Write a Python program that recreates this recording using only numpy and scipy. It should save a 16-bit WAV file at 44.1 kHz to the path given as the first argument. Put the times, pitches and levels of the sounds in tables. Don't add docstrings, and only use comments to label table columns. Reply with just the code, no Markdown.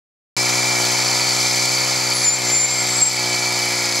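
import sys
import numpy as np
from scipy import signal
from scipy.fft import rfft, irfft
from scipy.io import wavfile
from scipy.ndimage import uniform_filter1d

SR = 44100
rng = np.random.default_rng(int(sys.argv[2]) if len(sys.argv) > 2 else 0)


def pcm_store(signal):
    levels = np.round(np.clip(np.atleast_2d(signal), -1, 1) * 32767)
    wavfile.write(sys.argv[1], SR, levels.astype(np.int16).T)


N = 176400
TIME = np.arange(N) / SR
START_S = .366
EXHAUST_AT, KNOCK_AT = 0.2704, 0.1701
SIDES = np.array([[.5], [-.5]])


def undb(db):
    return 10 ** (np.asarray(db) / 20)


def unit(x):
    return x / np.sqrt(np.mean(x ** 2))


def curve(rows, column=1):
    rows = np.array(rows)
    return np.interp(TIME, rows[:, 0], rows[:, column])


def per_bin(points):
    hz, value = np.array(points).T
    return np.interp(np.log(np.arange(N // 2 + 1) * SR / N + 1), np.log(hz), value)


def causal(db):
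    cepstrum = irfft(np.log(undb(db)))
    cepstrum[1:len(cepstrum) // 2] *= 2
    cepstrum[len(cepstrum) // 2 + 1:] = 0
    return np.exp(rfft(cepstrum))


def colour(x, points):
    return unit(irfft(rfft(x) * causal(per_bin(points)), N))


def ring(x, modes):
    return unit(sum((-1) ** k * undb(db) * signal.lfilter(*signal.iirpeak(hz, hz / width, fs=SR), x)
                    for k, (hz, width, db) in enumerate(modes)))


def noise():
    return rng.standard_normal(N)


def drift(rate_hz):
    hold = int(SR / rate_hz)
    steps = np.repeat(rng.standard_normal(N // hold + 1), hold)
    return unit(uniform_filter1d(steps, hold)[:N])


def blows(cycles, at, scatter_db, decay_cycles, jitter_s=0):
    count = np.arange(int(cycles[-1]) + 2)
    late, spread = rng.standard_normal((len(count), 2)).T
    size = undb(scatter_db * spread)
    where = np.interp(count + at, cycles, np.arange(N), left=0, right=0) + late * jitter_s * SR
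    near = where.astype(int)[:, None] + np.arange(-7, 9)
    spikes = size[:, None] * np.sinc(near - where[:, None]) * (near > SR * START_S / 2)
    clicks = np.bincount((near % N).ravel(), spikes.ravel(), N)
    burst = size[np.floor(cycles - at).astype(int)] * np.exp(-((cycles - at) % 1) / decay_cycles)
    return unit(clicks), unit(burst * noise())


# frequency in Hz, gain in dB.
ECHO_EQ = [(60, 1), (300, -12.5), (1100, 8), (4500, -25), (7000, 3), (13000, 0.5)]


def forest_echo(x, t60_s=0.47, level_db=-10.5):
    age = TIME[:SR // 2]
    tail = rng.standard_normal((2, len(age))) * undb(-60 * age / t60_s)
    tail /= np.sqrt(np.sum(tail ** 2, axis=1, keepdims=True))
    send = irfft(rfft(x) * undb(per_bin(ECHO_EQ)), N)
    return undb(level_db) * signal.fftconvolve(send[None], tail, axes=1)[:, :N]


# frequency in Hz, left over right in dB.
PORT_BALANCE = [(100, 2.5), (240, 6.5), (400, 3.5), (750, 3.5), (950, 1.5), (1300, 5.5), (1520, -4),
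                (2000, 0.5), (3000, -5.5), (3600, -1), (10000, 3), (14000, 0.5)]
# frequency in Hz, lead of the left side in radians.
PORT_PHASE = [(160, 0.098), (300, -0.92), (1300, -0.21), (1550, 1), (1900, -0.46), (7000, 0.27),
              (8500, -1.44), (14000, -0.51)]
# time in seconds, gain of the side signal.
STEREO_WIDTH = [(1.8, 1.41), (3.3, 0.65)]


def stereo_image(x):
    balance = undb(SIDES * per_bin(PORT_BALANCE))
    lead = np.exp(1j * SIDES * per_bin(PORT_PHASE))
    direct = irfft(rfft(x) * balance * lead, N)
    mid = direct.mean(axis=0)
    return mid + curve(STEREO_WIDTH) * (direct - mid)


# pitch in Hz, bandwidth in Hz, relative level in dB.
LOOSE_PART_MODES = [(4380, 370, -1), (7600, 500, -1), (10070, 420, 1.5), (11360, 1000, -5.5)]


def loose_part(cycles, level_db=-38):
    _, rasp = blows(cycles / 2, at=0.18, scatter_db=0.5, decay_cycles=0.11)
    return ring(rasp, LOOSE_PART_MODES) * undb(level_db)


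# frequency in Hz, relative level in dB.
HISS_EQ = [(1000, -25.5), (2800, -16), (3250, -4.5), (3700, -4), (4400, -2.5), (5500, -3), (7000, -4.5),
           (7900, -6.5), (8700, -12.5), (13000, -18.5), (15500, -25)]


def cooling_air(cycles):
    _, puff = blows(cycles, EXHAUST_AT, scatter_db=2.3, decay_cycles=0.55)
    return colour(puff + noise(), HISS_EQ)


# start in seconds, pitch in Hz, level in dB.
ROPE_TICKS = [(1.197, 2300, -14), (2.183, 4550, -16), (3.346, 4400, -14), (3.924, 4430, -13.5)]


def rope_ticks(decay_s=.003, crack_db=-10):
    out = 0
    for start, hz, db in ROPE_TICKS:
        age = np.maximum(TIME - start, 0)
        envelope = undb(db) * (age > 0) * np.exp(-age / decay_s)
        crack = undb(crack_db) * colour(noise(), HISS_EQ)
        out = out + envelope * (np.sin(2 * np.pi * hz * age) + crack)
    return out


# time in seconds, upper tone in dB, lower tone in dB.
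WHINE_LEVELS = [(.4, -28.5, -55), (.86, -30, -53), (1.05, -40, -40), (1.68, -41, -46), (1.78, -47, -27),
                (2.1, -39, -37.5), (2.74, -40, -28), (3.16, -48, -51), (3.2, -28, -52), (3.7, -26.5, -36),
                (4, -30, -44)]
# multiple of the firing rate, level in dB.
FAINT_GEAR_TONES = [(28, -42), (30, -47), (32, -42)]


def gear_whine(cycles, upper_order=38, lower_order=34, flutter_db=1.0, wobble_rad=.2):
    throb = 1 + .25 * np.cos(4 * np.pi * (cycles - KNOCK_AT - .06))
    leading = [(upper_order, curve(WHINE_LEVELS, 1)), (lower_order, curve(WHINE_LEVELS, 2))]
    out = 0
    for order, db in leading + FAINT_GEAR_TONES:
        flutter = undb(flutter_db * drift(60))
        tone = np.sin(2 * np.pi * order * cycles + wobble_rad * drift(80))
        out = out + undb(db) * unit(throb * flutter * tone)
    return out


# pitch in Hz, bandwidth in Hz, relative level in dB.
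COVER_MODES = [(4572, 310, 0)]
# time in seconds, level in dB.
COVER_SWELLS = [(.4, -31), (.8, -29), (1.22, -24), (1.55, -28), (1.7, -24), (1.92, -28.5), (2.18, -23.5),
                (2.4, -30.5), (3.1, -27.5), (4, -30.5)]


def cover_buzz(cycles):
    _, rasp = blows(cycles, at=.55, scatter_db=1, decay_cycles=1)
    throb = 1 + 0.083 * np.cos(2 * np.pi * cycles / 3)
    buzz = ring(rasp * throb, COVER_MODES)
    return ring(buzz, COVER_MODES) * undb(curve(COVER_SWELLS))


# time in seconds, pitch in Hz, level in dB.
LONG_SQUEAL = [(2.228, 7300, -41), (2.247, 7200, -13.5), (2.298, 7105, -19), (2.345, 7270, -17),
               (2.375, 7430, -33), (2.468, 7340, -30), (2.532, 7262, -16.5), (2.648, 7241, -12.5),
               (2.702, 7346, -23), (2.824, 7579, -20), (2.844, 7580, -33), (2.974, 7639, -20.5),
               (2.998, 7603, -28), (3.03, 7555, -15.5), (3.08, 7570, -15.5), (3.11, 7600, -30),
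               (3.16, 7645, -28)]
# time in seconds, pitch in Hz, level in dB.
THIN_SQUEAKS = [
    [(2.11, 11350, -42), (2.16, 10900, -27), (2.245, 10760, -36)],
    [(3.295, 7680, -39), (3.325, 7636, -32), (3.37, 7580, -39)],
]


def winch_squeal(rows, wobble=0.00123, flutter_db=2.5, left_db=2.5, left_lead_rad=0.71):
    hz = curve(rows) * (1 + wobble * drift(150))
    phase = 2 * np.pi * np.cumsum(hz) / SR
    gate = uniform_filter1d(1. * ((TIME > rows[0][0]) & (TIME < rows[-1][0])), size=200)
    gain = np.sqrt(2) * gate * undb(curve(rows, 2) + flutter_db * drift(50))
    return gain * undb(left_db * SIDES) * np.sin(phase + left_lead_rad * SIDES)


# frequency in Hz, relative level in dB.
GAS_EQ = [(30, -37), (100, -25.5), (500, -14), (750, -4), (950, 1.5), (1100, -5.5), (1400, -2), (1600, -9),
          (1950, -3.5), (2700, -11), (6000, -50.5)]


def gas_rush(cycles, steady_gain=2.1):
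    _, puff = blows(cycles, EXHAUST_AT, scatter_db=2.3, decay_cycles=0.67)
    return colour(puff + steady_gain * noise(), GAS_EQ)


# pitch in Hz, bandwidth in Hz, relative level in dB.
CRANKCASE_MODES = [(2154, 96, -5), (2330, 105, -3), (2580, 30, -10), (3019, 30, -10)]


def piston_knock(cycles, rasp_db=2.5):
    clicks, rasp = blows(2 * cycles, 2 * KNOCK_AT, scatter_db=0.1, decay_cycles=0.75, jitter_s=.00003)
    return ring(clicks + undb(rasp_db) * rasp, CRANKCASE_MODES)


# position as a share of the cycle, relative level in dB.
VALVE_TAPS = [(0, -4.5), (0.299, -9.5), (0.389, -9), (.55, -3.5), (.78, -4.5)]
# pitch in Hz, bandwidth in Hz, relative level in dB.
HOUSING_MODES = [(3896, 28, -6), (4250, 105, -3), (5080, 74, 3), (5770, 110, -5), (6240, 156, -4.5),
                 (6715, 132, -3.5), (7410, 540, -8), (10450, 280, -14.5), (11470, 290, -20)]


def valve_clatter(cycles, click_db=-10.5, low_cut_hz=3180, air_db=-2):
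    taps = 0
    for at, db in VALVE_TAPS:
        clicks, rasp = blows(cycles, at, scatter_db=1, decay_cycles=0.21, jitter_s=.00006)
        taps = taps + undb(db) * (rasp + undb(click_db) * clicks)
    taps = signal.sosfilt(signal.butter(6, low_cut_hz, "high", fs=SR, output="sos"), taps)
    return unit(ring(taps, HOUSING_MODES) + undb(air_db) * cooling_air(cycles))


# multiple of the firing rate, relative level in dB.
DRONE_HARMONICS = [(1, -29.5), (2, -2), (3, -9), (4, -6), (5, -3.5), (6, -3.5), (7, -15), (8, -7.5),
                   (9, -4), (10, -8.5), (11, -6), (12, -2), (13, -16.5), (14, -5.5)]
# centre in Hz, bandwidth in Hz, boost in dB.
MUFFLER_PEAKS = [(359.3, 22, 5), (508, 23, 9)]


def exhaust_drone(cycles, firing_hz, free_run_hz=59.8, load_db_per_hz=1.0, shaft_db=1.5):
    orders, db = np.array(DRONE_HARMONICS).T
    pulse = causal(np.interp(np.arange(65), orders, db))
    load = undb(load_db_per_hz * (free_run_hz - firing_hz))
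    wave = 0
    for order in orders:
        boom_db = sum(boost_db / (1 + (2 * (order * firing_hz - hz) / width) ** 2)
                      for hz, width, boost_db in MUFFLER_PEAKS)
        push = undb(shaft_db) if order == 2 else load
        harmonic = np.real(pulse[int(order)] * np.exp(2j * np.pi * order * (cycles - EXHAUST_AT)))
        wave = wave + undb(boom_db) * push * harmonic
    flutter_db = .5 * drift(60)
    return unit(wave) * undb(flutter_db)


# time in seconds, firings per second.
FIRING_RATE = [(0.38, 61.5), (0.71, 61.8), (0.8, 60.2), (1.04, 62.7), (1.25, 62.7), (1.61, 61.9),
               (1.74, 63.2), (1.89, 63.3), (2.04, 62.2), (2.22, 62.5), (2.36, 63.5), (2.48, 60.2),
               (2.68, 63.9), (2.87, 61.1), (3.1, 62.4), (3.25, 60.4), (3.41, 61.0), (3.8, 59.9),
               (3.9, 59.0), (4.0, 59.5)]
# time in seconds, then drone, gas, knock and clatter levels in dB.
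ENGINE_MIX = [(.4, -27, -28, -27, -20), (1.2, -28, -28, -27.5, -20.5), (1.6, -28, -30, -27, -20),
              (2.1, -29.5, -30, -29.5, -23), (2.8, -29.5, -31, -30, -23), (3.3, -30, -31.5, -28.5, -23),
              (3.95, -32, -30.5, -29, -23)]


def engine_and_winch(speed_wander=0.00097):
    firing_hz = curve(FIRING_RATE)
    cycles = np.cumsum(firing_hz * (1 + speed_wander * drift(25))) / SR
    layers = (exhaust_drone(cycles, firing_hz), gas_rush(cycles),
              piston_knock(cycles), valve_clatter(cycles))
    engine = sum(layer * undb(curve(ENGINE_MIX, k + 1)) for k, layer in enumerate(layers))
    return engine + gear_whine(cycles) + loose_part(cycles) + cover_buzz(cycles) + rope_ticks()


def scene():
    machine = engine_and_winch()
    bed = stereo_image(machine) + forest_echo(machine)
    return bed + winch_squeal(LONG_SQUEAL) + sum(winch_squeal(rows) for rows in THIN_SQUEAKS)


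def record(dry, threshold_db=-18, duck_slope=0.76, response_s=0.069, top_hz=15600):
    pole = np.exp(-1 / (response_s * SR))
    level = np.sqrt(signal.lfilter([1 - pole], [1, -pole], np.mean(dry ** 2, axis=0)))
    gain = np.maximum(level / undb(threshold_db), 1) ** -duck_slope
    high_cut = signal.ellip(10, .2, 80, top_hz, fs=SR, output="sos")
    return signal.sosfilt(high_cut, dry * gain * (TIME > START_S))


dry = scene()
out = record(dry)
pcm_store(out)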